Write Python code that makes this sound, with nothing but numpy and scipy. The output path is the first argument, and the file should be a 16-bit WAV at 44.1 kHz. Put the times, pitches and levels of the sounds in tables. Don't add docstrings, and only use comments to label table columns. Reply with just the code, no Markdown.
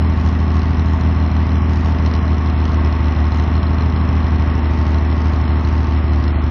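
import sys
import numpy as np
from scipy import signal
from scipy.fft import rfft, irfft
from scipy.io import wavfile

SR = 44100
rng = np.random.default_rng(int(sys.argv[2]) if len(sys.argv) > 2 else 0)


def to_wav(sig):
    pcm = np.clip(np.atleast_2d(sig), -1, 1) * 32767
    pcm = np.round(pcm).astype(np.int16)
    wavfile.write(sys.argv[1], SR, pcm.T)


def amplitude_ratio(level_db):
    exponent = np.asarray(level_db, float) / 20
    return 10 ** exponent


N = 286650
LEAD = SR // 2
TIME = (np.arange(N + LEAD) - LEAD) / SR


def in_time(rows):
    s, *columns = np.transpose(rows)
    return [np.interp(TIME, s, c) for c in columns]


def rms_one(x):
    return x / np.sqrt(np.mean(x ** 2) + 1e-20)


def filtered(x, order, hz, kind):
    return signal.sosfiltfilt(signal.butter(order, hz, kind, fs=SR, output="sos"), x)


def ring(clicks, hz, t60):
    r, w = amplitude_ratio(-60 / (t60 * SR)), 2 * np.pi * hz / SR
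    return signal.lfilter([0, np.sin(w)], [1, -2 * r * np.cos(w), r * r], clicks + 1e-18)


def resonances(x, peaks):
    out = 0
    for k, (hz, width, db) in enumerate(peaks):
        r = np.exp(-np.pi * width / SR)
        poles = [1, -2 * r * np.cos(2 * np.pi * hz / SR), r * r]
        band = signal.lfilter([(1 - r * r) / 2, 0, (r * r - 1) / 2], poles, x)
        out = out + (-1) ** k * amplitude_ratio(db) * band
    return out


# (time [s], speed [rpm])
CRANK_SPEED = [(0.0, 1600.5), (0.36, 1562.6), (0.44, 1578.6), (1.17, 1583.7), (1.28, 1566.7),
               (1.85, 1588.4), (2.3, 1551.4), (2.91, 1544.3), (3.01, 1518.1), (3.21, 1514.4),
               (3.57, 1564.0), (4.11, 1570.0), (4.68, 1525.3), (5.18, 1541.3), (5.47, 1528.9),
               (5.69, 1537.4), (6.02, 1517.7), (6.5, 1498.5)]
CYCLE_AT_START = -.2351


def crank():
    cycles = np.cumsum(in_time(CRANK_SPEED)[0]) / 120 / SR
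    return cycles + CYCLE_AT_START - cycles[LEAD]


# (first miss [s], misses in a row [count], times over [count],
# first catch after [strength], second catch [strength])
STUMBLES = [(.144, 3, 1, .84, .31), (.333, 2, 1, .66, .27), (.6, 2, 1, .51, .17), (.714, 2, 1, .82, -.09),
            (.98, 2, 4, .9, .7), (1.779, 2, 3, .53, .75), (2.197, 2, 1, .74, .77), (2.352, 2, 1, .21, .52),
            (2.507, 2, 2, .98, .35), (2.933, 3, 1, 1.02, -.09), (3.091, 2, 1, .61, .9),
            (3.289, 2, 2, .74, .74), (3.599, 2, 1, .47, .2), (3.752, 2, 1, .7, -.09),
            (3.906, 2, 2, .65, .35), (4.25, 2, 1, .39, -.09), (4.521, 3, 1, .59, .3),
            (4.718, 2, 1, .69, -.09), (4.992, 2, 3, .6, .5), (5.421, 2, 1, .75, .82),
            (5.617, 1, 1, .6, .31), (5.852, 2, 2, .9, .6), (6.207, 1, 1, .37, .59), (6.366, 4, 1, .5, .5)]
LOPE_FIRINGS = 4
EVEN_CATCH, EVEN_SCATTER = .47, .12
MISS = -.06


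def lean_catches(seconds, chance):
    caught = np.append(EVEN_CATCH + EVEN_SCATTER * chance, np.zeros(8))
    for start, misses, times, first, second in STUMBLES:
        nearest = np.abs(seconds - start).argmin()
        for k in nearest + LOPE_FIRINGS * np.arange(times):
            caught[k:k + misses + 2] = [MISS] * misses + [first, second]
    return caught[:len(seconds)] + 0.12 * chance


# (blow [dB], header delay [ms])
CYLINDERS = [
    (3.0, 2.84),
    (-10.5, 2.69),
    (2.2, 2.37),
    (1.5, 2.94),
    (-10.5, 2.75),
    (-0.0, 2.59),
]
LEAN = [1, 4]


def firings():
    cycles = crank()
    number = np.arange(np.ceil(6 * cycles[0]), 6 * cycles[-1] - 1).astype(int)
    seconds = np.interp(number / 6, cycles, TIME)
    cylinder = number % 6
    blow_db, delay_ms = np.transpose(CYLINDERS)[:, cylinder]
    chance = rng.standard_normal((len(number), 2))
    strength = amplitude_ratio(blow_db) * (1 + 0.04 * chance[:, 0])
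    lean = np.isin(cylinder, LEAN)
    strength[lean] = lean_catches(seconds[lean], chance[lean, 1])
    at = ((seconds + delay_ms / 1000) * SR).astype(int) + LEAD
    return at, cylinder, strength


# (frequency [Hz], signed strength [ratio], t60 [s])
LEFT_PIPE = [(66.8, -0.414, 0.065), (95.0, 0.167, 0.125), (102.0, 0.525, 0.019), (268.3, -0.061, 0.121),
             (307.4, -0.006, 0.15), (354.4, 0.015, 0.098)]
# (frequency [Hz], signed strength [ratio], t60 [s])
RIGHT_PIPE = [(75.4, -0.358, 0.072), (92.7, 0.241, 0.15), (128.2, 0.04, 0.15), (189.9, -0.048, 0.112),
              (245.2, 0.091, 0.15), (349.6, -0.034, 0.09)]
IDLE_CYCLE = SR * 120 / 1552


def exhaust(at, cylinder, strength):
    cycles = crank()
    clock = (cycles - cycles[0]) * IDLE_CYCLE
    out = 0
    for bank, pipe in enumerate([LEFT_PIPE, RIGHT_PIPE]):
        mine = cylinder % 2 == bank
        blows = np.zeros(int(clock[-1]) + 2)
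        blows[clock[at[mine]].astype(int)] = strength[mine]
        for hz, size, t60 in pipe:
            out = out + size * ring(blows, hz, t60)
    out = filtered(out, 6, 480, "low")
    return np.interp(clock, np.arange(len(out)), out)


# (low edge [Hz], high edge [Hz], lift [dB], change per sideways step [dB])
GROUND_LIFT = [(146, 235, 3, -6), (323, 790, -2, 6.5)]


def over_ground(pipes, step):
    for low_hz, high_hz, lift_db, change_db in GROUND_LIFT:
        band = filtered(pipes, 2, [low_hz, high_hz], "band")
        pipes = pipes + (amplitude_ratio(lift_db + change_db * step) - 1) * band
    return pipes


CRACK_DB = [-1, 4.5, -1.5, -1.5, 1.5, -2.5]
# (time [s], peak level [dB])
LOUD_CRACKS = [(0.2862, -28), (0.5038, -33), (0.5402, -33.5), (0.5906, -30), (0.6155, -30), (0.7687, -30),
               (1.3643, -27.5), (1.492, -32.5), (1.7315, -29.5), (1.7569, -32.5), (1.9834, -29),
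               (2.0602, -25.5), (2.136, -27.5), (2.3825, -28.5), (2.4967, -29), (2.6519, -26),
               (2.7551, -37), (3.1477, -33), (3.3977, -27), (3.475, -30), (3.6292, -26.5), (3.8072, -29.5),
               (3.9624, -30), (4.1654, -32), (4.3565, -33), (4.5116, -36.5), (5.1123, -31.5),
               (5.4774, -29.5), (6.0267, -36.5), (6.1315, -29.5)]


def puffs(at, cylinder, strength, lag_ms, decay_ms, spread_db):
    sharpness_db = np.array(CRACK_DB)[cylinder] + spread_db * rng.standard_normal(len(at))
    size = np.maximum(strength, .12) * amplitude_ratio(sharpness_db)
    arrival = np.minimum(at + int(lag_ms * SR / 1000), len(TIME) - 1)
    when, peak_db = np.transpose(LOUD_CRACKS)
    size[np.searchsorted(TIME[arrival], when - .006)] = amplitude_ratio(peak_db + 36.0)
    kicks = np.zeros(len(TIME))
    kicks[arrival] = size
    rise, fall = np.exp(-1 / (0.00025 * SR)), np.exp(-1000 / (decay_ms * SR))
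    return signal.lfilter([1 - rise], np.convolve([1, -rise], [1, -fall]), kicks + 1e-18)


def steep_front(jet):
    return rms_one(np.maximum(np.diff(jet, 2, prepend=[0, 0]), 0))


# (frequency [Hz], width [Hz], level [dB])
CRACK_RINGS = [(600, 260, -1), (1100, 360, -1), (1900, 680, -5.5), (2980, 470, 3.5), (4140, 170, 7),
               (5350, 620, 2.5), (5830, 2400, -11.5)]


def cracks(jet, front):
    hiss = rms_one(jet * rng.standard_normal(len(TIME)))
    return rms_one(resonances(hiss + front * steep_front(jet), CRACK_RINGS))


# (frequency [Hz], width [Hz], level [dB])
BAY_RINGS = [(432, 33, -7), (600, 32, -8.5), (670, 31, -7.5), (907.7, 18, -4.5), (719, 22, -11.5),
             (1017, 49, -10.5), (1081.6, 22, -2.5), (1127, 47, -6), (1254, 83, -13), (1920, 210, -13)]
VALVE_CONTACTS = 150
VALVE_SPREAD_DB = 1.5


def valve_train():
    cycles = crank()
    angle = (np.arange(VALVE_CONTACTS) + rng.random(VALVE_CONTACTS)) / VALVE_CONTACTS
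    size = rng.choice([-1, 1], VALVE_CONTACTS)
    turns = (np.arange(np.ceil(cycles[0]), cycles[-1] - 1)[:, None] + angle).ravel()
    sizes = np.resize(size, len(turns)) * amplitude_ratio(VALVE_SPREAD_DB * rng.standard_normal(len(turns)))
    taps = np.zeros(len(TIME))
    np.add.at(taps, np.interp(turns, cycles, np.arange(len(TIME))).astype(int), sizes)
    return rms_one(resonances(taps, BAY_RINGS))


def shroud(at, cylinder):
    first = at[cylinder == 0]
    knocks = np.zeros(len(TIME))
    knocks[first] = amplitude_ratio(0.5 * rng.standard_normal(len(first)))
    return rms_one(ring(knocks, hz=901.5, t60=.24))


# (frequency [Hz], density [dB per Hz])
ROAR = [(20, -43.5), (50, -9), (110, -14.5), (250, -20), (400, -22), (530, -28), (680, -23), (1200, -25.5),
        (1550, -29.5), (2000, -33.5), (2700, -36), (4000, -44.5), (5500, -47.5), (7000, -73.5)]


def roar(jet, throb):
    hz = np.fft.rfftfreq(len(TIME), 1 / SR) + 1
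    point_hz, point_db = np.transpose(ROAR)
    colour = amplitude_ratio(np.interp(np.log(hz), np.log(point_hz), point_db))
    broad = irfft(rfft(rng.standard_normal(len(TIME))) * colour, len(TIME))
    middle = signal.butter(2, [500, 3000], "band", fs=SR, output="sos")
    level = signal.sosfilt(middle, broad).std()
    struck = rng.standard_normal(len(TIME)) + 0.5 * steep_front(jet)
    tinware = rms_one(resonances(struck, BAY_RINGS))
    return (broad / level + amplitude_ratio(-4) * tinware) * (1 + throb * rms_one(jet))


# (time [s], nearness to the engine bay [dB], sideways step [0-1])
LISTENER = [
    (0, -0.5, 0.02),
    (2, 0, 0.15),
    (3, .5, .9),
    (4, 0.5, 0.07),
    (4.6, 0.5, 0.71),
    (5.5, 0, 0.7),
    (6.1, -.5, 0.97),
    (6.5, -.5, 1.0),
]
CRACKS_DB, ROAR_DB = -46.5, -33.5
PANEL_DB, VALVES_DB = -9, -2.5


def scene():
    near_db, step = in_time(LISTENER)
    at, cylinder, strength = firings()
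    pipes = exhaust(at, cylinder, strength)
    pipes = signal.sosfilt(signal.butter(2, 40, "high", fs=SR, output="sos"), pipes)
    pipes = over_ground(pipes, step)
    jet = puffs(at, cylinder, strength, lag_ms=1.777, decay_ms=2.7, spread_db=2.5)
    machinery = roar(jet, throb=0.042)
    machinery = machinery + amplitude_ratio(PANEL_DB) * shroud(at, cylinder) + amplitude_ratio(VALVES_DB) * valve_train()
    bay = amplitude_ratio(CRACKS_DB) * cracks(jet, front=0.15) + amplitude_ratio(ROAR_DB) * machinery
    return (amplitude_ratio(0.18) * pipes + amplitude_ratio(near_db) * bay)[None, LEAD:]


# (start [s], length [s], openness above 4.8 kHz
TREBLE_SPELLS = [(0, .09, -1, -1), (.16, .16, 2, 1), (.32, .12, 1, 0), (.53, .2, 1.5, 1), (.85, .17, 2, 0),
                 (1.5, .18, -.4, -1.3), (1.7, .22, 2, .5), (2.05, .12, .6, 1), (2.17, .08, .8, -1.3),
                 (2.54, .05, -1.3, 0), (2.65, .1, 1, 1), (3.29, .16, 1.4, .2), (3.58, .11, -1, 0),
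                 (3.94, .11, -1, -.9), (4.6, .1, -1, -.6), (4.7, .24, 1, 1), (5.06, .08, -1.3, 0),
                 (5.15, .22, 1.3, .8), (5.43, .16, -1, -.4), (5.6, .35, 1, .7), (5.95, .17, -1, -.7),
                 (6.16, .1, 0, 1), (6.26, .06, -1.2, 0), (6.32, .1, -2.2, -.5)]
# (low edge [Hz], high edge [Hz], openness needed [units])
BAND_THRESHOLDS = [
    (3300, 3500, -1.3),
    (3575, 3800, -.75),
    (4155, 4500, -1.1),
    (4455, 4830, .5),
    (4830, 5200, -1.7),
    (5200, 5640, -1.5),
    (5640, 6070, -.55),
    (6070, 6520, .6),
    (6520, 7030, 1.4),
    (7030, 22100, 9),
]
TREBLE_FLICKER, FRAME_S, SPLIT_HZ = .22, .064, 4800


def bands_kept(hz, s):
    top, middle = sum(np.outer(room, (s >= start) & (s < start + length))
                      for start, length, *room in TREBLE_SPELLS)
    frame = (s / FRAME_S).astype(int)
    kept = np.ones((len(hz), len(s)), bool)
    for low_hz, high_hz, cost in BAND_THRESHOLDS:
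        flicker = TREBLE_FLICKER * rng.standard_normal(frame[-1] + 1)[frame]
        spare = top if low_hz > SPLIT_HZ else middle
        kept[np.ix_((hz > low_hz) & (hz <= high_hz), spare + flicker < cost)] = False
    return kept


def treble_dropouts(x):
    hz, s, frames = signal.stft(x, SR, nperseg=1024, noverlap=768)
    gain = np.where(bands_kept(hz, s), 1, amplitude_ratio(-50))
    return signal.istft(frames * gain, SR, nperseg=1024, noverlap=768)[1][:N]


def mirror_image(x, rate_hz):
    mirrored = rfft(2 * x * np.cos(2 * np.pi * rate_hz * np.arange(N) / SR))
    above = np.fft.rfftfreq(N, 1 / SR) - rate_hz / 2
    leak = amplitude_ratio(-0.5 - 0.0097 * above - .006 * np.maximum(above - 6000, 0))
    leak = leak * np.clip(above / 800, 0, 1) ** 2 * (above < rate_hz / 2)
    return irfft(mirrored * leak, N)


def roll_off(x):
    return signal.sosfilt(signal.butter(12, 15400, fs=SR, output="sos"), x)


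def record(dry):
    x = treble_dropouts(dry[0])
    x = filtered(x, 4, 30, "high")
    x = x + mirror_image(x, rate_hz=16000)
    return roll_off(x[None])


dry = scene()
out = record(dry)
to_wav(out)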